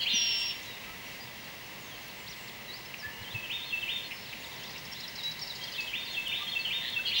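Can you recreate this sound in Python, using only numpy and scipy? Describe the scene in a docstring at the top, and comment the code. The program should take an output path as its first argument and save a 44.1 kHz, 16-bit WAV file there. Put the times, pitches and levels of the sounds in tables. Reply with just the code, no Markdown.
"""A pond at the edge of a wood: steady hush, faint high recorder whine, trees echoing every call.
A blackbird opens with a whistled phrase and a harsh pulsed trill; drips and soft bumps sound on the
water. Wood ducks join with thin gliding whistles and hoarse clucks, far birds twitter. From 3.3 s the
blackbird repeats its phrase. From 4.6 s a small bird chips over a faint hum. At 7 s a second trill opens."""
import sys
import numpy as np
from scipy import signal
from scipy.fft import rfft, irfft, next_fast_len
from scipy.io import wavfile
from scipy.ndimage import map_coordinates

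SR = 44100
rng = np.random.default_rng(int(sys.argv[2]) if len(sys.argv) > 2 else 0)


def generate_wav(signal):
    """Clip the signal to [-1, 1] and save it as 16-bit WAV at the path in sys.argv[1]."""
    frames = np.transpose(np.atleast_2d(signal))
    scaled = np.clip(frames, -1, 1) * 32767
    pcm = np.round(scaled).astype(np.int16)
    wavfile.write(sys.argv[1], SR, pcm)


N = 317520
TIME_S = np.arange(N) / SR

# distant low rush: f/Hz, relative level/dB
RUSH_SPECTRUM = [(15, -49), (25, -27), (43, -6.5), (90, -5), (119, -1), (156, -2.5), (236, -3.5),
                 (280, -7.5), (362, -7), (394, -7), (838, -7.5), (928, -4.5), (1500, -14.5), (1950, -35),
                 (3300, -120)]
# leaves, far birds, microphone hiss: f/Hz, relative level/dB
AIR_SPECTRUM = [(1200, -63), (1550, -5), (1820, -3.5), (1950, 3), (2250, 0), (2450, -4.5), (2700, 1),
                (3300, -5.5), (4500, -8), (6000, -12), (8000, -18.5), (11000, -22.5), (13000, -21),
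                (15700, -28)]
# slow drift of that wash: t/s, relative level/dB
AIR_DRIFT = [(0.0, -50), (1.8, -52.5), (7.2, -51)]
# recorder whine: f/Hz, level/dB
WHINE_LINES = [(12021, -86), (12753, -87), (13566, -89), (15655, -54.5)]
# echo decay: f/Hz, T60/s
TREE_DECAY = [(200, .4), (2500, 0.77), (4000, 1), (6000, 0.55), (12000, 0.24)]
# low bumps: t/s, f/Hz, length/s, level/dB
WATER_BUMPS = [(.132, 192, 0.022, -41), (3.057, 85, 0.037, -51), (3.198, 84.4, 0.042, -48.5),
               (3.333, 91.5, 0.049, -44), (3.339, 150, .04, -47)]
# drips and spatter: t/s, length/s, centre/Hz, width/Hz, level/dB
WATER_DRIPS = [(.287, .005, 10040, 6000, -57), (.37, .075, 7200, 3200, -54.5),
               (.615, .055, 6600, 1800, -57), (2.08, .006, 11300, 1800, -54),
               (6.274, 0.011, 9300, 3495, -52), (6.899, 0.0064, 6800, 5000, -52)]
# far birds: from/s, to/s, calls, lowest centre/Hz, highest centre/Hz, mean length/s, mean level/dB
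TWITTER_BOUTS = [(1.0, 3.3, 8, 3200, 4600, .025, -57.5), (4.15, 6.15, 34, 3200, 5000, .03, -54),
                 (1.5, 2.5, 7, 6400, 7700, .12, -68), (4.3, 6.3, 11, 5800, 7000, .03, -61.5)]

# rising duck whistles: t/s, lowest f/Hz, relative level/dB
DUCK_RISES = [(2.668, 3870, -48), (3.238, 3080, -49.5), (3.565, 3300, -52), (4.578, 3020, -52.5)]
# falling whistles: t/s, length/s, start/Hz, end/Hz, relative level/dB
DUCK_FALLS = [(.646, .13, 4100, 3600, -51.5), (1.894, .069, 3550, 3050, -52.5),
              (2.473, .029, 5600, 3150, -49), (2.979, .063, 6150, 4500, -51),
              (3.222, .032, 4600, 3050, -53), (4.43, .025, 5000, 3380, -52),
              (5.032, .028, 4300, 3800, -44.5), (5.176, .044, 4200, 3600, -44),
              (5.413, .029, 4750, 4420, -44), (5.414, .032, 5700, 5100, -40.5),
              (5.497, .032, 4200, 3500, -41.5), (5.668, .025, 3700, 3050, -44),
              (5.76, .043, 4310, 3380, -46), (6.048, .044, 5190, 3750, -47),
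              (6.59, .033, 4650, 4200, -41.5)]
# arching whistles: t/s, length/s, top/Hz, relative level/dB
DUCK_ARCHES = [(2.087, .034, 4600, -52), (2.262, .084, 5900, -49.3), (4.922, .15, 4170, -50.5),
               (5.645, .065, 5750, -55), (5.787, .07, 5700, -53)]
# held whistles: t/s, length/s, f/Hz, relative level/dB; the note at 3.953 s is the blackbird's upsweep held on,
# not a duck
DUCK_PIPES = [(.86, .08, 1290, -57), (1.055, .036, 5800, -57), (1.2, .045, 4860, -50.5),
              (2.852, .021, 5200, -52), (3.025, .08, 1740, -41.5), (3.11, .13, 2880, -55),
              (3.953, .027, 3600, -35), (4.101, .17, 5310, -58), (4.913, .028, 5480, -47),
              (5.226, .1, 3915, -38.3), (5.607, .052, 3220, -46), (5.733, .035, 3060, -45.5),
              (6.117, .025, 6600, -55), (6.284, .051, 3585, -42), (6.403, .04, 1180, -49.5),
              (6.467, .035, 3260, -38.5), (6.99, .014, 1530, -46)]
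# hoarse clucks: t/s, length/s, level/dB
DUCK_CLUCKS = [(.836, .018, -44.5), (2.939, .009, -38), (4.106, .029, -39), (4.325, .018, -41),
               (4.751, .026, -45.5)]
# buzzes: t/s, centre/Hz, width/Hz, level/dB
DUCK_BUZZES = [(6.345, 3560, 700, -43), (6.805, 1910, 300, -45.5), (6.811, 3580, 800, -40.5)]

# rasps opening a trill: t in trill/s, length/s, centre/Hz, width/Hz, pulse rate/Hz, level/dB
OPENING_RASPS = [(.004, .049, 4300, 650, 160, -37.3), (.008, .044, 2930, 600, 287, -40.5),
                 (.087, .05, 4060, 350, 195, -36)]
# clear notes among them: t in trill/s, length/s, f/Hz, level/dB
OPENING_PIPES = [(.007, .047, 3295, -39), (.1, .058, 3635, -36)]
# blackbird throat response: f/Hz, gain/dB
THROAT_RESPONSE = [(1500, -50), (2100, -27), (2480, -20), (2770, 0), (3040, -1), (3140, -1), (3370, -5),
                   (3460, 1), (3700, -14), (4000, -13), (4300, -24), (4620, -18), (4900, -11), (5250, -34),
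                   (7000, -50)]
# noise in the trill: f/Hz, relative level/dB
HOARSE_SPECTRUM = [(1400, -35), (1900, -10.5), (2400, -11), (2800, 5.5), (3500, -1.5), (3900, -14),
                   (4700, -8), (5400, -20), (7000, -47)]
# upper voice of the trill: t in trill/s, f/Hz
SHRILL_PITCH = [(0.127, 6010), (0.185, 5595), (0.235, 5609), (0.327, 5461), (0.449, 5522), (0.473, 5600),
                (0.495, 5431), (0.535, 5429)]
# blackbird phrases: low note t/s, its shift/Hz, its gain/dB, gain of the rest/dB, falling notes' gain/dB
SONG_PHRASES = [(-.098, 0, -30, -26.7, -32.5), (3.342, -42, -32.7, -31, -41.5),
                (3.722, 0, -27.8, -29, -36.5), (5.778, -46, -31.3, -28.5, -37),
                (6.164, -12, -28.5, -28, -32), (6.551, 0, -28, -27.5, -29.5), (6.957, 0, -27.8, -28, -30.5)]
# five note contours: t in note/s, f/Hz, relative level/dB
LEAD_CONTOUR = [(0, 3694, -4), (.009, 3484, -8), (.019, 3220, -1), (.028, 3060, -20)]
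LOW_CONTOUR = [(0, 2743, -16), (.007, 2699, -3.5), (.022, 2650, 0.5), (.034, 2630, -7), (.055, 2625, -11.5),
               (.075, 2690, -28)]
DROP_CONTOUR = [(0, 3390, -10), (.008, 3206, 2), (.017, 2965, 1), (.028, 2870, 2)]
UPSWEEP_CONTOUR = [(0, 2230, -12.5), (.008, 2446, -4), (.022, 3110, -1), (.029, 3440, -7.5),
                   (.04, 3658, -7.5), (.085, 3635, -16.5), (.11, 3600, -6)]
UNDERTONE_CONTOUR = [(0, 3200, -24), (.007, 2750, -12.5), (.012, 2050, -17), (.018, 1950, -21)]

TRILL_STARTS_S = 0, 7.054
ECHO_CUT_S, BAND_LIMIT_HZ = 4.088, 15760


def amp(db):
    """Decibels to gain."""
    return 10 ** (np.asarray(db) / 20)


def unit(x):
    """Scale to rms 1."""
    return x / np.sqrt(np.mean(x ** 2) + 1e-20)


def along(points, hz):
    """Read (f/Hz, value) points on a log axis."""
    point_hz, values = np.transpose(points)
    return np.interp(np.log(hz + 1), np.log(point_hz + 1), values)


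def curves(rows):
    """Per-sample curve of each column, first row's time to last."""
    t_s, *columns = np.transpose(rows)
    return [np.interp(np.arange(t_s[0], t_s[-1], 1 / SR), t_s, column) for column in columns]


def wobble(rate_hz, size):
    """Smooth random curve, knots at rate_hz."""
    knots = rng.standard_normal(int(size * rate_hz / SR) + 4)
    return map_coordinates(knots, [np.arange(size) * rate_hz / SR])


def filtered(x, gain):
    """Apply gain(f/Hz) to x."""
    size = next_fast_len(len(x) + 8192)
    return irfft(rfft(x, size) * gain(np.fft.rfftfreq(size, 1 / SR)), size)[:len(x)]


def band(x, centre_hz, width_hz):
    """One steep-sided resonance."""
    return filtered(x, lambda hz: 1 / (1 + ((hz - centre_hz) / (.6 * width_hz)) ** 4))


def noise(spectrum, size):
    """Coloured noise, rms 1."""
    return unit(filtered(rng.standard_normal(size), lambda hz: amp(along(spectrum, hz))))


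def phase(hz):
    """Running phase/rad of a frequency curve."""
    return 2 * np.pi * np.cumsum(hz) / SR


def swell(length_s, power):
    """Progress u (0-1) and a rounded envelope, rms 1."""
    u = np.linspace(0, 1, max(int(length_s * SR), 16))
    return u, unit(np.abs(np.sin(np.pi * u)) ** power)


def sustain(size, attack_s, fade_db_per_s, release_s):
    """Envelope: attack, steady fade, release."""
    t_s = np.arange(size) / SR
    attack = np.clip(t_s / attack_s, 0, 1)
    release = np.clip((t_s[-1] - t_s) / release_s, 0, 1)
    return attack * amp(-fade_db_per_s * t_s) * release


def add(track, t_s, x):
    """Mix x into the track at t_s."""
    i = round(t_s * SR)
    x, i = x[max(-i, 0):], max(i, 0)
    track[i:i + len(x)] += x[:max(N - i, 0)]


def ambience():
    """Distant low rush, brighter wash from the wood, thin recorder whine."""
    rush = amp(-51 + .44 * wobble(3.06, N)) * noise(RUSH_SPECTRUM, N)
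    air_db = np.interp(TIME_S, *np.transpose(AIR_DRIFT)) + 5.5 + .43 * wobble(8, N)
    air = amp(air_db) * noise(AIR_SPECTRUM, N)
    whine = sum(amp(db) * unit(np.sin(2 * np.pi * hz * TIME_S)) for hz, db in WHINE_LINES)
    return rush + air + whine


def hum(start_s=4.3, level_db=-62):
    """Far drone: narrow low noise swells and fades."""
    out = np.zeros(N)
    u, envelope = swell(length_s=1.5, power=1)
    drone = unit(band(rng.standard_normal(len(u)), centre_hz=160, width_hz=22))
    add(out, start_s, amp(level_db) * envelope * drone)
    return out


def tree_echo(x, build_s=.0074):
    """Diffuse echo from the trunks; longest near 4 kHz."""
    hz, t_s, spectra = signal.stft(rng.standard_normal(SR), SR, nperseg=256)
    decay = amp(-60 * t_s / along(TREE_DECAY, hz)[:, None])
    tail = signal.istft(spectra * decay, SR, nperseg=256)[1]
    tail *= 1 - np.exp(-np.arange(len(tail)) / SR / build_s)
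    return signal.fftconvolve(x, tail / np.linalg.norm(tail))[:N]


def twig_scatter(x):
    """Weak copies off nearby twigs, within 25 ms; fast glides flutter."""
    delays_s = np.arange(6) * .0037 + rng.uniform(.003, .006, 6)
    out = np.pad(x, (0, SR // 30))
    for k, delay_s in enumerate(delays_s):
        add(out, delay_s, amp(-10 - 1.8 * k) * x)
    return out


def bumps():
    """Dull pushes on the water, a few cycles each."""
    out = np.zeros(N)
    for t_s, hz, length_s, db in WATER_BUMPS:
        u, envelope = swell(length_s, power=1.5)
        unsteady_hz = hz * (1 + .19 * wobble(86, len(u)))
        add(out, t_s, amp(db) * unit(envelope * np.sin(phase(unsteady_hz))))
    return out


def drips():
    """Small drops fizz briefly on the surface."""
    out = np.zeros(N)
    for t_s, length_s, centre_hz, width_hz, db in WATER_DRIPS:
        u, envelope = swell(length_s, power=1)
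        spatter = rng.standard_normal(len(u)) * amp(4 * wobble(402, len(u)))
        add(out, t_s, amp(db) * unit(envelope * band(spatter, centre_hz, width_hz)))
    return out


def tone(hz, jitter, flutter_db, octave_db):
    """Bird voice, rms 1: unsteady sine plus weak octave."""
    angle = phase(hz * (1 + jitter * wobble(161, len(hz))))
    wave = np.sin(angle) + amp(octave_db) * np.sin(2 * angle)
    return unit(wave * amp(flutter_db * wobble(130, len(hz))))


def twitter():
    """Far birds slur short notes downwards at random times."""
    out = np.zeros(N)
    for from_s, to_s, count, low_hz, high_hz, length_s, db in TWITTER_BOUTS:
        for when, pitch, extent, loudness in rng.random((count, 4)):
            u, envelope = swell(length_s * (.5 + extent), power=.8)
            hz = low_hz + pitch * (high_hz - low_hz) + 900 * (1 + extent) * (.5 - u)
            call = envelope * tone(hz, jitter=.0065, flutter_db=1, octave_db=-30)
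            add(out, from_s + when * (to_s - from_s), amp(db + 6 * (loudness - .5)) * call)
    return out


def chips(start_s=4.558, count=17, gap_s=.0711, gap_growth_s=.00082):
    """Small bird: two-voiced chips flick up and down; the run slows, swells and sinks in pitch."""
    top_hz, sag_hz_per_s, swell_s = 5800, 480, .36
    out = np.zeros(N)
    u, envelope = swell(length_s=.0149, power=.8)
    flick = 1 - .28 * np.abs(2 * u - 1)
    for k in range(count):
        t_s = k * gap_s + gap_growth_s * k * k / 2
        db = -41.8 - 12 * np.exp(-t_s / swell_s)
        hz = (top_hz - sag_hz_per_s * t_s) * flick
        lower = tone(hz, jitter=.035, flutter_db=3.5, octave_db=-30)
        upper = amp(-13.5) * tone(1.28 * hz, jitter=.036, flutter_db=3, octave_db=-28)
        add(out, start_s + t_s, amp(db) * twig_scatter(envelope * (lower + upper)))
    return out


def whistle(length_s, pitch_hz):
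    """Rounded whistle; pitch_hz is a function of progress 0-1."""
    u, envelope = swell(length_s, power=.46)
    return envelope * tone(pitch_hz(u), jitter=.0032, flutter_db=2, octave_db=-33)


def pipe(length_s, hz, climb=.018):
    """Held whistle; pitch creeps up."""
    return whistle(length_s, lambda u: hz * (1 + climb * (u - .5)))


def rasp(length_s, centre_hz, width_hz, rate_hz):
    """Uneven pulses and turbulence ring one broad throat resonance."""
    u, envelope = swell(length_s, power=.53)
    cycles = phase(rate_hz * (1 + .03 * wobble(200, len(u)))) / (2 * np.pi)
    pulses = np.diff(np.floor(cycles + .5), prepend=0)
    source = unit(pulses) + .61 * rng.standard_normal(len(u))
    return unit(envelope * band(source, centre_hz, width_hz))


def duck_whistles():
    """Four shapes: dip then rise, flattening fall, arch with a softer top, held note."""
    rise_s, rise_ratio, dip_share = .115, 1.36, .25
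    fall_ease, arch_base_hz, arch_top_db = .35, 3150, -6
    rise = lambda u: rise_ratio ** (np.sin(np.pi / 2 * (u - dip_share) / (1 - dip_share)) ** 2)
    fall = lambda u: u + fall_ease * u * (1 - u)
    arch = lambda u: np.sin(np.pi * u) ** 2
    out = np.zeros(N)
    for t_s, hz, db in DUCK_RISES:
        add(out, t_s, amp(db) * whistle(rise_s, lambda u: hz * rise(u)))
    for t_s, length_s, start_hz, end_hz, db in DUCK_FALLS:
        add(out, t_s, amp(db) * whistle(length_s, lambda u: start_hz + (end_hz - start_hz) * fall(u)))
    for t_s, length_s, top_hz, db in DUCK_ARCHES:
        call = whistle(length_s, lambda u: arch_base_hz + (top_hz - arch_base_hz) * arch(u))
        soft_top = amp(arch_top_db * arch(np.linspace(0, 1, len(call))))
        add(out, t_s, amp(db) * unit(call * soft_top))
    for t_s, length_s, hz, db in DUCK_PIPES:
        add(out, t_s, amp(db) * pipe(length_s, hz))
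    return out


def duck_rasps():
    """Short clucks on one resonance; longer, slower buzzes."""
    out = np.zeros(N)
    for t_s, length_s, db in DUCK_CLUCKS:
        add(out, t_s, amp(db) * rasp(length_s, centre_hz=2540, width_hz=850, rate_hz=260))
    for t_s, centre_hz, width_hz, db in DUCK_BUZZES:
        add(out, t_s, amp(db) * rasp(.107, centre_hz, width_hz, rate_hz=122))
    return out


def trill_openings():
    """Blackbird: the same rasps and clear notes open each trill."""
    out = np.zeros(N)
    for start_s in TRILL_STARTS_S:
        for t_s, length_s, centre_hz, width_hz, rate_hz, db in OPENING_RASPS:
            add(out, start_s + t_s, amp(db) * rasp(length_s, centre_hz, width_hz, rate_hz))
        for t_s, length_s, hz, db in OPENING_PIPES:
            add(out, start_s + t_s, amp(db) * pipe(length_s, hz))
    return out


def blackbird_trills(delay_s=.095, length_s=.465, settle_s=.12, noise_share=.23):
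    """Buzz: fast pulses through the throat, partly gated noise. Shrill: a clean voice above it."""
    buzz, shrill = np.zeros(N), np.zeros(N)
    size = int(length_s * SR)
    rate_hz = 304.5 + 13 * np.exp(-TIME_S[:size] / settle_s)
    buzz_gain = amp(-28.9) * sustain(size, attack_s=.017, fade_db_per_s=19, release_s=.04)
    shrill_hz, = curves(SHRILL_PITCH)
    shrill_gain = amp(-30.2) * sustain(len(shrill_hz), attack_s=.03, fade_db_per_s=17, release_s=.03)
    for start_s in TRILL_STARTS_S:
        angle = phase(rate_hz * (1 + .0017 * wobble(119.4, size)))
        harmonics = np.zeros(size)
        for k in range(6, 20):
            db = along(THROAT_RESPONSE, k * rate_hz) + wobble(45, size)
            harmonics += amp(db) * np.sin(k * angle + rng.uniform(0, 2 * np.pi))
        gate = 1 + .82 * np.cos(angle)
        hoarse = noise(HOARSE_SPECTRUM, size) * gate * amp(2.7 * wobble(200, size))
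        lower = np.sqrt(1 - noise_share) * unit(harmonics) + np.sqrt(noise_share) * unit(hoarse)
        add(buzz, start_s + delay_s, buzz_gain * amp(1.2 * wobble(70, size)) * lower)
        upper = tone(shrill_hz, jitter=.0008, flutter_db=.9, octave_db=-39)
        add(shrill, start_s + SHRILL_PITCH[0][0], shrill_gain * upper)
    return buzz, shrill


def note(contour, jitter, flutter_db):
    """One blackbird note from its pitch and level contour."""
    hz, db = curves(contour)
    return amp(db) * tone(hz, jitter, flutter_db, octave_db=-39)


def blackbird_phrases():
    """Lead-in, low note, drop, upsweep, faint high note; one side of the syrinx falls as one rises."""
    out = np.zeros(N)
    for t_s, shift_hz, low_db, rest_db, fall_db in SONG_PHRASES:
        lead = twig_scatter(note(LEAD_CONTOUR, jitter=.011, flutter_db=.5))
        low = note(np.array(LOW_CONTOUR) + [0, shift_hz, 0], jitter=.0012, flutter_db=.6)
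        drop = twig_scatter(note(DROP_CONTOUR, jitter=.011, flutter_db=2))
        upsweep = twig_scatter(note(UPSWEEP_CONTOUR, jitter=.0037, flutter_db=1.5))
        undertone = note(UNDERTONE_CONTOUR, jitter=.011, flutter_db=5)
        add(out, t_s - .031, amp(fall_db - 1.5) * lead)
        add(out, t_s, amp(low_db - 1) * low)
        add(out, t_s + .093, amp(fall_db - 4.5) * drop)
        add(out, t_s + .152, amp(rest_db - 2) * upsweep)
        add(out, t_s + .167, amp(rest_db - 1) * undertone)
        add(out, t_s + .314, amp(rest_db - 18.5) * pipe(length_s=.042, hz=4240))
    return out


def scene():
    """Mono mix. The song comes from the trees, so it echoes more than the birds on the water."""
    song = blackbird_phrases()
    buzz, shrill = blackbird_trills()
    near = amp(1) * duck_whistles() + chips() + duck_rasps() + trill_openings()
    far = twitter()
    send = amp(-5) * song + amp(-12) * buzz + amp(-16) * shrill + amp(-10) * near + amp(-2.5) * far
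    early = np.clip((ECHO_CUT_S - TIME_S) / .004, 0, 1)  # echo of earlier calls stops short
    echo = early * tree_echo(early * send) + tree_echo((1 - early) * send)
    birds = song + buzz + shrill + near + far
    return (birds + echo + drips() + bumps() + ambience() + hum())[None]


def record(dry):
    """Brick-wall low-pass at the recorder's band limit."""
    return filtered(dry[0], lambda hz: hz < BAND_LIMIT_HZ)[None]


dry = scene()
out = record(dry)
generate_wav(out)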